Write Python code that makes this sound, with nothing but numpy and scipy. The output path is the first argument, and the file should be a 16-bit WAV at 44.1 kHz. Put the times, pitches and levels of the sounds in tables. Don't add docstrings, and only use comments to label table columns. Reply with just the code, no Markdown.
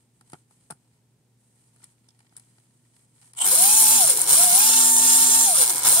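import sys
import numpy as np
from scipy import signal
from scipy.fft import rfft, irfft, next_fast_len
from scipy.io import wavfile
from scipy.ndimage import uniform_filter1d

SR = 44100
rng = np.random.default_rng(int(sys.argv[2]) if len(sys.argv) > 2 else 0)


def store_wav(level_fs):
    pcm = np.round(np.clip(np.atleast_2d(level_fs), -1, 1) * 32767)
    wavfile.write(sys.argv[1], SR, pcm.T.astype(np.int16))


N = 264600


# f/Hz, level/dB
HUM_TONES = [(118.4, -68), (242.2, -79)]
# f/Hz, level/dB
ROOM_COLOUR = [(15, -48), (25, -27), (64, -9), (95, -13.5), (121, 1), (167, -3.5), (404, -13), (604, -20.5),
               (927, -20), (1150, -27.5), (5570, -29), (8320, -27), (15000, -36)]
# f/Hz, likeness (0-1)
LIKENESS = [(60, 1), (250, 0.82), (500, 0.86), (1000, 0.34), (2000, 0.47), (4000, 0.057), (8000, 0.031),
            (15000, 0.054)]
# f/Hz, left minus right level/dB
SIDE_BALANCE = [(60, 0), (92, -4), (140, 1.5), (210, 0), (330, 1.5), (500, -3), (770, 5.5), (1170, -1.5),
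                (1790, -1), (2740, -2.5), (4190, 2.5), (6410, -8.5), (9810, 3.5), (15000, 1.5)]
# f/Hz, left ahead of right phase/rad
SIDE_LEAD = [(0, -1.5), (1380, 0.78), (3620, 6.5), (4910, 20), (5340, 21), (5770, 16), (6290, 16),
             (7490, 18), (8100, 24), (9130, 23.5), (10400, 31), (12100, 36), (12700, 43), (13600, 45),
             (14500, 44.5), (15500, 45)]

# t/s, tick level/dB, body level/dB, knock level/dB
CONTACTS = [(0.2101, -45.5, -58, -62.5), (0.221, -60, -73, -72), (0.2986, -42, -61, -70),
            (0.3197, -42, -59, -74), (0.332, -36.5, -41.5, -44.5), (0.341, -53, -62, -51),
            (0.351, -56, -65, -60), (0.509, -52, -74, -63), (0.702, -39, -53, -44.5),
            (0.7063, -24.5, -61, -49), (0.712, -35, -57, -45.5), (0.721, -38, -60, -49.5),
            (1.761, -51, -67, -67), (1.803, -60, -73, -69), (1.829, -49, -65, -68), (1.841, -33, -56, -68),
            (2.0853, -51, -71, -71), (2.1905, -50, -58, -83), (2.2033, -56, -57, -64.5),
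            (2.247, -64, -70, -70), (2.324, -64, -73, -66), (2.355, -60, -70, -69),
            (2.366, -30.5, -55, -72), (2.374, -38, -62, -60), (2.381, -45, -60, -71),
            (2.3965, -39.5, -58, -71), (2.582, -60, -57, -65.5), (2.9637, -51, -57, -90),
            (2.992, -62, -63, -87), (3.214, -47, -58, -75), (3.226, -54, -55, -67), (3.244, -53, -68, -76),
            (3.256, -49, -71, -79), (3.334, -36, -52, -84), (3.349, -45, -54, -76)]
# start t/s, length t/s, hiss level/dB, scrape level/dB
FINGER_STROKES = [(-.03, 0.045, -70, -77), (0.11, .08, -73, -87), (0.236, 0.14, -65, -74),
                  (0.47, 0.21, -69, -77), (.75, 0.21, -77, -79), (1.367, 0.28, -70.5, -86),
                  (1.544, 0.37, -70, -77), (1.782, 0.056, -62.5, -66.5), (1.95, 0.27, -76, -78),
                  (2.193, 0.091, -76, -73), (2.292, 0.13, -70, -72), (2.37, 0.25, -68, -75.5),
                  (2.6, 0.81, -71.5, -79), (2.91, 0.1, -67.5, -75), (3.125, .1, -65.5, -74),
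                  (3.19, 0.082, -59, -68)]
# f/Hz, level/dB
TICK_COLOUR = [(1180, -21), (2000, -24), (2700, -31), (3390, -16), (5000, -10), (6770, -15), (8550, 3.5),
               (9570, 3), (10200, 0), (12000, -18), (13800, -26), (15800, -22)]
KNOCK_COLOUR = [(47, -27), (80, -5), (140, 4.5), (230, -3.5), (400, -5.5), (560, -14), (800, -1),
                (1080, -12), (1380, -3), (1700, -13), (2500, -20), (3250, -24), (5500, -120)]
SKIN_COLOUR = [(5000, -22), (7400, -13.5), (8200, -4.5), (9600, -8), (11000, -17), (15000, -33)]
# f/Hz, width f/Hz, level/dB
BODY_MODES = [(930, 91, 12.5), (1370, 150, 7.5), (1850, 130, 13), (2300, 210, 9.5), (3100, 250, 7.5),
              (3480, 180, 5.5), (4060, 320, 7.5), (5030, 300, 7.5), (5750, 250, 1), (7260, 500, 5.5)]
STROKE_ATTACK_S, STROKE_RELEASE_S = 0.04, 0.051
GRIP_DB = -81
SLIPS_PER_S, SLIP_SPREAD_DB, SLIP_T60_S = 140, 4, 0.018

# t/s, level/dB
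SHOE_SNAPS = [(1.841, -52), (2.089, -50.5), (2.1057, -58), (2.294, -63), (2.3648, -58)]
# f/Hz, level/dB
SHOE_COLOUR = [(1500, -20), (2800, -21), (3420, -1), (4100, -11), (5200, 2), (6100, -8), (7500, -8),
               (15000, -30)]

# t/s, level/dB
START_BUZZ = [(3.35, -60), (3.37, -49), (3.395, -37), (3.424, -31), (3.442, -33), (3.46, -31)]
# f/Hz, level/dB
CAN_COLOUR = [(290, -48), (500, -12), (577, -20), (792, -0.5), (1100, -4), (1270, -19), (1410, -2),
              (1530, -20), (2260, -8), (2610, -20), (3010, 0), (4250, -14), (6180, -13), (8240, 10),
              (12000, -13), (15500, -20)]
# t/s, half width t/s, level/dB
BRUSH_SCRATCH = (3.418, 0.018, -32.5)
# f/Hz, level/dB
BRUSH_SCRATCH_COLOUR = [(2200, -40), (3000, 6), (3400, -6), (4200, -29), (7000, -43)]

# opens t/s, closes t/s, coasting time constant t/s, bite of the gears (0-1), sparking level/dB
THROTTLE_OPENINGS = [(3.352, 3.965, .27, 0.74, 2), (4.253, 5.443, .292, 0.88, 0.5),
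                     (5.823, 6.2, .29, 0.83, 0.5)]
# t/s, half width t/s, share of speed lost (0-1)
WHEEL_DRAGS = [(3.869, .07, .04), (4.52, .098, .185)]
BREAKAWAY_HZ, FULL_HZ = 102.1, 902
SPIN_UP_S = .076
GEARING = 7 / 25

# rotor turns f/Hz, shell level/dB, chassis level/dB, brush fizz level/dB
RATTLE_BY_SPEED = [(237, -27.5, -33, -32.5), (422, -23.5, -27, -29), (585, -19.5, -26, -28.5),
                   (895, -20, -25, -27.5)]
# t/s, half width t/s, shell level/dB, chassis level/dB
CHATTER_FLARES = [(3.56, 0.058, -1, -0.5), (3.79, 0.067, 3, 1.5), (3.92, 0.021, 1, 1.5),
                  (4.09, 0.021, -1, 2.5), (4.19, 0.03, -2, -1), (4.262, 0.019, -4.5, -3),
                  (4.5, 0.19, 0, 1.5), (4.94, 0.046, 0, -5), (5.2, 0.11, 1.5, 1), (5.27, 0.022, -2.5, -1.5),
                  (5.55, 0.082, -2, -3.5), (5.62, 0.086, 3, 3), (5.76, 0.042, -0.5, 0),
                  (5.818, 0.018, -5, 1.5), (5.85, 0.016, -4.5, 0)]
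# t/s, level/dB
GEAR_CLACKS = [(3.46, -7), (3.4751, -5), (3.488, -4), (3.515, -8), (3.5534, -4), (4.0752, -0.5),
               (4.0946, -8), (4.099, -1), (4.103, -2), (4.127, -18), (4.174, -5), (4.1944, -9), (4.2161, 0),
               (4.283, -9), (4.296, -9), (4.3306, -1), (4.345, -13), (4.3857, -15), (4.849, -10),
               (4.983, -2), (5.136, -13), (5.5589, -5), (5.833, -8), (5.838, -10), (5.8605, -16),
               (5.875, -6), (5.8857, -4), (5.894, -1.5)]
# f/Hz, level/dB
SHELL_COLOUR = [(4120, -33.5), (7000, -9.5), (7380, -6), (7880, -7.5), (8540, 6.5), (9030, 6),
                (10700, -1.5), (12500, -24), (16200, -67), (22000, -120)]
CHASSIS_COLOUR = [(1180, -38.5), (2000, -34), (2240, -11.5), (2470, -29), (2600, -11), (2810, -14),
                  (3470, -8), (3790, -9.5), (4100, -2.5), (4460, -8), (4950, -5.5), (6610, -6), (7200, 1.5),
                  (7800, 0), (10100, -33), (17200, -120)]
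TRACK_COLOUR = [(35, -46), (60, -33), (129, -3.5), (306, -11.5), (372, -6.5), (452, -10), (518, 0),
                (593, -16.5), (755, 1), (904, 0.5), (975, 5), (1100, -4.5), (1600, -2.5), (2040, -8),
                (2200, 1.5), (2860, -32), (4840, -120)]
FIZZ_COLOUR = [(7000, -35), (11500, 7), (13200, -4), (14700, 6.5), (15300, -3.5), (15900, 4)]
# f/Hz, width f/Hz, level/dB
CHASSIS_MODES = [(1372, 71, -3.5), (1660, 30, -4.5), (2390, 54, 0.5), (2675, 25, -0.5), (2920, 43, 1.5),
                 (3160, 82, -2.5), (3430, 130, -1), (3590, 30, -1), (3940, 170, 0), (4116, 110, 3.5),
                 (4420, 90, -8), (4765, 90, 2), (5017, 110, 3.5), (5390, 180, 4.5), (5660, 81, 5),
                 (6235, 160, 6.5)]
TRACK_DB, TRACK_SLOW_DB, TRACK_LOAD_DB = -38, 1, 11
TAP_DB, TAP_SCATTER = -3.5, .046
FLEX, FLEX_RATE, GRIP_SWAY_DB = 0.01207, 9, 2.5

# multiple of rotor speed, level/dB
BRUSH_OVERTONES = [(3, -0.5), (12, -0.5), (14, 3), (15, -8.5), (18, 0.5), (21, -1), (24, -3)]
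# f/Hz, level/dB
FRAME_RESPONSE = [(1500, -70), (2100, -39), (2500, -37), (2640, -43), (2740, -63), (6000, -57), (9400, -24),
                  (10400, -28), (10850, -33), (11600, -42), (12200, -35), (12700, -36), (14100, -40),
                  (14620, -26.5), (15100, -46)]
COASTING_DB = -8

# f/Hz, level/dB
UNBALANCE_RESPONSE = [(260, -56.5), (400, -50.5), (515, -36.5), (560, -40), (595, -53), (650, -37),
                      (710, -30), (770, -31), (840, -35.5), (905, -36.5), (1100, -28), (1230, -22),
                      (1400, -39), (1650, -40), (1750, -27), (1805, -21)]
# f/Hz, level/dB
WHEEL_RESPONSE = [(70, -65), (112, -73), (190, -52), (243, -49.5), (251, -42)]
# multiple of rotor, multiple of axle, level/dB
DRIVE_TONES = [(1, -2, -54), (0, 2, -59.5), (1, -1, -53), (0, 3, -51.5), (1, 1, -51.5)]
# multiple of rotor, multiple of axle, level/dB
MESH_TONES = [(4, 0, -49.5), (7, 0, -31.5), (8, 0, -29.5), (8, 1, -31), (9, 0, -29.5)]
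OCTAVE_DB = -19
LOAD_DAMPING_DB = -7.5
STUMBLE = 3.6
WHINE_FLICKER_DB, SLOW_FLICKER_DB = 0.77, 3.5

TOP_HZ = 15720


def amp(db):
    return 10 ** (np.asarray(db) / 20)


def unit(x):
    return x / np.sqrt(np.mean(x ** 2) + 1e-20)


def along(points, hz):
    f, v = np.transpose(points)
    return np.interp(np.log(hz + 1), np.log(f + 1), v)


def curves(rows):
    s, *cols = np.transpose(rows)
    return [np.interp(np.arange(N) / SR, s, c) for c in cols]


def after(s, fade=0.0087):
    return np.clip((np.arange(N) / SR - s) / fade, 0, 1)


def swell(s, width):
    return 1 / (1 + ((np.arange(N) / SR - s) / width) ** 2) ** 2


def wobble(rate):
    return signal.resample(rng.standard_normal(int(N * rate / SR) + 2), N)


def filtered(x, response):
    m = next_fast_len(N + SR // 4)
    return irfft(rfft(x, m) * response(np.fft.rfftfreq(m, 1 / SR)), m)[..., :N]


def coloured(x, spectrum, size=4096):
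    gain = amp(along(spectrum, np.fft.rfftfreq(size, 1 / SR)))
    cepstrum = irfft(np.log(np.maximum(gain, 1e-5)))
    cepstrum[1:size // 2] *= 2
    cepstrum[size // 2 + 1:] = 0
    ring = irfft(np.exp(rfft(cepstrum)))
    return signal.fftconvolve(x, ring[None] / np.linalg.norm(ring), axes=1)[:, :N]


def resonated(x, modes):
    def response(f):
        total = 0
        for k, (centre, width, db) in enumerate(modes):
            damping = 1j * f * width
            total = total + (-1) ** k * amp(db) * damping / (centre * centre - f * f + damping)
        return total
    return filtered(x, response)


def noise():
    def mid_and_side(hz):
        turn = np.arccos(np.clip(along(LIKENESS, hz), 0, 1)) / 2
        return np.array([np.cos(turn), np.sin(turn)])
    mid, side = filtered(rng.standard_normal((2, N)), mid_and_side)
    return np.array([mid + side, mid - side])


def bursts(times, sizes, t60):
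    at = np.clip(np.round(times * SR).astype(int), 0, N - 1)
    power = np.bincount(at, sizes ** 2, N)
    return np.sqrt(signal.lfilter([1], [1, -amp(-120 / (t60 * SR))], power))


def room():
    t = np.arange(N) / SR
    hum = sum(amp(db + 0.31 * wobble(4.8)) * np.sin(2 * np.pi * hz * t) for hz, db in HUM_TONES)
    return np.sqrt(2) * hum + amp(-67.5) * coloured(noise(), ROOM_COLOUR)


def walls(x, echo_db=-11, t60=0.097):
    t = np.arange(SR // 16) / SR
    echoes = rng.standard_normal((2, len(t))) * amp(-60 * t / t60) * (t > .001)
    echoes *= amp(echo_db) / np.linalg.norm(echoes, axis=1, keepdims=True)
    reflected = signal.fftconvolve(x, echoes, axes=1)[:, :N]
    return (x + reflected) / np.hypot(1, amp(echo_db))


def placed(x):
    side = np.array([[.5], [-.5]])
    return filtered(x, lambda hz: amp(side * along(SIDE_BALANCE, hz)) * np.exp(1j * side * along(SIDE_LEAD, hz)))


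def rubbing():
    t = np.arange(N) / SR
    power = np.full((2, N), amp(2 * GRIP_DB)) * [[1], [.2]]
    for s, length, hiss_db, scrape_db in FINGER_STROKES:
        fade = np.exp(-np.maximum(t - s - length, 0) / STROKE_RELEASE_S)
        stroke = after(s, fade=STROKE_ATTACK_S) * fade
        power += (amp([[hiss_db], [scrape_db]]) * stroke) ** 2
    return np.sqrt(power)


def stick_slip():
    times = rng.uniform(0, N / SR, int(SLIPS_PER_S * N / SR))
    sizes = amp(SLIP_SPREAD_DB * np.clip(rng.standard_normal(len(times)), -2, 1.7))
    jerks = unit(bursts(times, sizes, SLIP_T60_S))
    return unit(np.hypot(jerks, .6))


def handling(echo_db=-25, rise_s=0.00089):
    s, tick_db, body_db, knock_db = np.transpose(CONTACTS)
    sliding, scraping = rubbing()
    cushion = np.exp(-1 / (rise_s * SR))

    def blows(db, t60):
        sharp = np.hypot(bursts(s, amp(db), t60), bursts(s, amp(db + echo_db), t60=0.13))
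        return signal.lfilter([1 - cushion], [1, -cushion], sharp)

    moving = 1 - after(3.32)
    ticks = coloured(noise() * blows(tick_db + 0.5, t60=0.011), TICK_COLOUR)
    body_force = np.hypot(blows(body_db + 1.5, t60=0.022), moving * stick_slip() * scraping)
    body = resonated(noise() * body_force, BODY_MODES)
    knocks = coloured(noise() * blows(knock_db + 12.5, t60=0.017), KNOCK_COLOUR)
    hiss = coloured(noise() * moving * sliding * amp(1.0 + 1.3 * wobble(90)), SKIN_COLOUR)
    return ticks + body + knocks + hiss


def pickup():
    s, db = np.transpose(SHOE_SNAPS)
    return coloured(noise() * bursts(s, amp(db), t60=0.023), SHOE_COLOUR)


def rotor():
    t = np.arange(N) / SR
    speed, powered = np.full(N, float(BREAKAWAY_HZ)), np.zeros(N)
    for opens, closes, coast_s, bite, _ in THROTTLE_OPENINGS:
        to_gain = FULL_HZ / np.interp(opens, t, speed) - 1
        rising = FULL_HZ / (1 + to_gain * np.exp(-np.clip(t - opens, 0, closes - opens) / SPIN_UP_S))
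        coasting = np.exp(-np.maximum(t - closes, 0) / coast_s)
        speed = np.where(t < opens, speed, rising * coasting)
        powered += bite * (after(opens + 0.018, fade=0.028) - after(closes, fade=0.012))
    for s, width, share in WHEEL_DRAGS:
        speed = speed * (1 - share * swell(s, width))
    load = powered * np.clip(1 - speed / FULL_HZ, 0, 1)
    speed = speed * (1 + .002 * wobble(40) + .002 * wobble(6))
    return speed, np.cumsum(speed) / SR, load


def start(turns, sharpness=4.6, drag=0.28, uneven_db=2):
    jerks = unit(np.abs(np.sin(2 * np.pi * turns)) ** sharpness + drag) * amp(uneven_db * wobble(150))
    buzz = coloured(noise() * jerks * amp(curves(START_BUZZ)[0] + 9.5), CAN_COLOUR)
    s, width, db = BRUSH_SCRATCH
    scratch = coloured(noise() * jerks * amp(db) * swell(s, width), BRUSH_SCRATCH_COLOUR)
    return (buzz + scratch) * after(3.355) * (1 - after(3.455))


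def sparking_db():
    opens, *_, db = np.transpose(THROTTLE_OPENINGS)
    return db[np.maximum(np.searchsorted(opens, np.arange(N) / SR) - 1, 0)]


def rattle_levels(speed, load, shell_load_db=6.5, chassis_load_db=6, fizz_load_db=9, waver_db=2.03):
    hz, *columns = np.transpose(RATTLE_BY_SPEED)
    shell, chassis, fizz = [np.interp(speed, hz, db) for db in columns]
    shell_flare, chassis_flare = sum(np.outer(db, swell(s, width)) for s, width, *db in CHATTER_FLARES)
    slack = 1 - speed / FULL_HZ
    waver = waver_db * (slack + 0.21) * wobble(30)
    return waver + np.array([
        shell + shell_load_db * load + shell_flare,
        chassis + chassis_load_db * load + chassis_flare,
        fizz + fizz_load_db * load + shell_flare + sparking_db(),
        TRACK_DB + TRACK_SLOW_DB * slack + TRACK_LOAD_DB * load + chassis_flare])


def strikes(speed, turns, shared, own_db, runout_db, scrape):
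    at = np.flatnonzero(np.diff(np.floor(turns)))
    chance = np.clip(rng.standard_normal((len(at), 2)), -2, 2)
    crown_side = np.sin(2 * np.pi * GEARING * turns[at])
    sizes = amp(shared[at] + own_db * chance[:, 0] + runout_db * crown_side)
    blows = bursts(at / SR + .2 * chance[:, 1] / speed[at], sizes, t60=0.011)
    blows /= np.sqrt(np.abs(uniform_filter1d(blows ** 2, size=2205)) + 1e-9)
    return after(3.425, fade=0.039) ** 2 * unit(np.hypot(blows, scrape))


def taps(turns, spread_db=6):
    at = np.flatnonzero(np.diff(np.floor(turns)))
    chance = np.clip(rng.standard_normal((len(at), 2)), -2, 2)
    where = np.interp(np.floor(turns[at]) + 1 + TAP_SCATTER * chance[:, 0], turns, np.arange(N))
    train = np.bincount(np.round(where).astype(int), amp(spread_db * chance[:, 1]), N) * after(3.45)
    return unit(train - uniform_filter1d(train, size=49))


def gripped(force, count=3):
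    samples, ringing = np.arange(N), 0
    for k in range(count):
        at = samples + FLEX * SR / (2 * FLEX_RATE) * wobble(FLEX_RATE)
        group = np.interp(at, samples, resonated(force, CHASSIS_MODES[k::count]))
        ringing = ringing + amp(GRIP_SWAY_DB * wobble(FLEX_RATE)) * group
    return ringing


def chatter(speed, turns, load):
    shell_db, chassis_db, fizz_db, track_db = rattle_levels(speed, load)
    jolts = 1.3 * wobble(450) + 0.3 * wobble(90)
    contact = speed / FULL_HZ + 1.1 * load

    def shaken(db, own_db, runout_db, scrape):
        return noise() * strikes(speed, turns, jolts, own_db, runout_db, scrape * contact) * amp(db)

    shell = coloured(shaken(shell_db + 2.0, own_db=1.0, runout_db=4.0, scrape=0.37), SHELL_COLOUR)
    chassis = coloured(shaken(chassis_db - 1.5, own_db=2.0, runout_db=4.0, scrape=0.34), CHASSIS_COLOUR)
    scraped = shaken(chassis_db - 3.0, own_db=1.5, runout_db=0.0, scrape=0.63)[0]
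    ring = gripped(scraped + amp(chassis_db + TAP_DB) * taps(turns))
    fizz = coloured(shaken(fizz_db + 4.5, own_db=2.7, runout_db=2.5, scrape=0.72), FIZZ_COLOUR)
    track = coloured(shaken(track_db, own_db=0.5, runout_db=0.0, scrape=0.13), TRACK_COLOUR)
    s, db = np.transpose(GEAR_CLACKS)
    clacks = coloured(noise() * bursts(s, amp(db - 3.5), t60=0.0082), SHELL_COLOUR)
    return shell + chassis + ring + fizz + track + clacks


def brushes(speed, turns):
    tones = 0
    for k, db in BRUSH_OVERTONES:
        level_db = along(FRAME_RESPONSE, k * speed) + db + 4.1 * wobble(25)
        roughness = (.7 + .025 * k) * wobble(240)
        tones = tones + amp(level_db) * np.sin(2 * np.pi * k * turns + roughness)
    current = sum(after(opens) - after(closes) for opens, closes, *_ in THROTTLE_OPENINGS)
    gain = amp(sparking_db() + COASTING_DB * (1 - current)) * speed / FULL_HZ
    return after(3.45) * tones * np.sqrt(2) * gain


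def partials(table, turns, slack, flicker_db, blur_rate=110):
    total = 0
    for k, j, db in table:
        phase = 2 * np.pi * (k + j * GEARING) * turns + slack * wobble(blur_rate)
        total = total + amp(db + flicker_db * wobble(45)) * np.sin(phase)
    return np.sqrt(2) * total


def whine(speed, turns, load):
    slow = 1 - speed / FULL_HZ
    angle = 2 * np.pi * turns + STUMBLE * slow ** 2 * wobble(150)
    flicker_db = WHINE_FLICKER_DB + SLOW_FLICKER_DB * slow

    def shake(order):
        level_db = along(UNBALANCE_RESPONSE, order * speed) + flicker_db * wobble(60)
        return amp(level_db) * np.sin(order * angle)

    unbalance = np.sqrt(2) * amp(LOAD_DAMPING_DB * load) * (shake(order=1) + amp(OCTAVE_DB) * shake(order=2))
    axle = 2 * np.pi * GEARING * turns
    wheel_db = along(WHEEL_RESPONSE, GEARING * speed) + 1.4 * wobble(30)
    wheels = np.sqrt(2) * amp(wheel_db) * np.sin(axle)
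    drive = (speed / FULL_HZ) ** 7 * partials(DRIVE_TONES, turns, slack=0.1, flicker_db=4.0)
    runout = 1 + 0.81 * np.cos(axle) + .5 * np.cos(2 * axle)
    mesh = partials(MESH_TONES, turns, slack=1.3, flicker_db=2.5, blur_rate=170)
    teeth = (speed / FULL_HZ) ** 9 * runout * mesh
    return after(3.4) * (unbalance + wheels + drive + teeth)


def scene():
    speed, turns, load = rotor()
    tones = whine(speed, turns, load) + brushes(speed, turns)
    rasp = walls(chatter(speed, turns, load) + start(turns))
    return placed(tones + rasp + handling() + pickup()) + room()


def record(dry, low_hz=40):
    rounded = dry / (1 + np.abs(dry / .9) ** 8) ** (1 / 8)
    thinned = filtered(rounded, lambda hz: 1j * hz / (1j * hz + low_hz))
    return filtered(thinned, lambda hz: 1 / np.sqrt(1 + (hz / TOP_HZ) ** 600))


dry = scene()
out = record(dry)
store_wav(out)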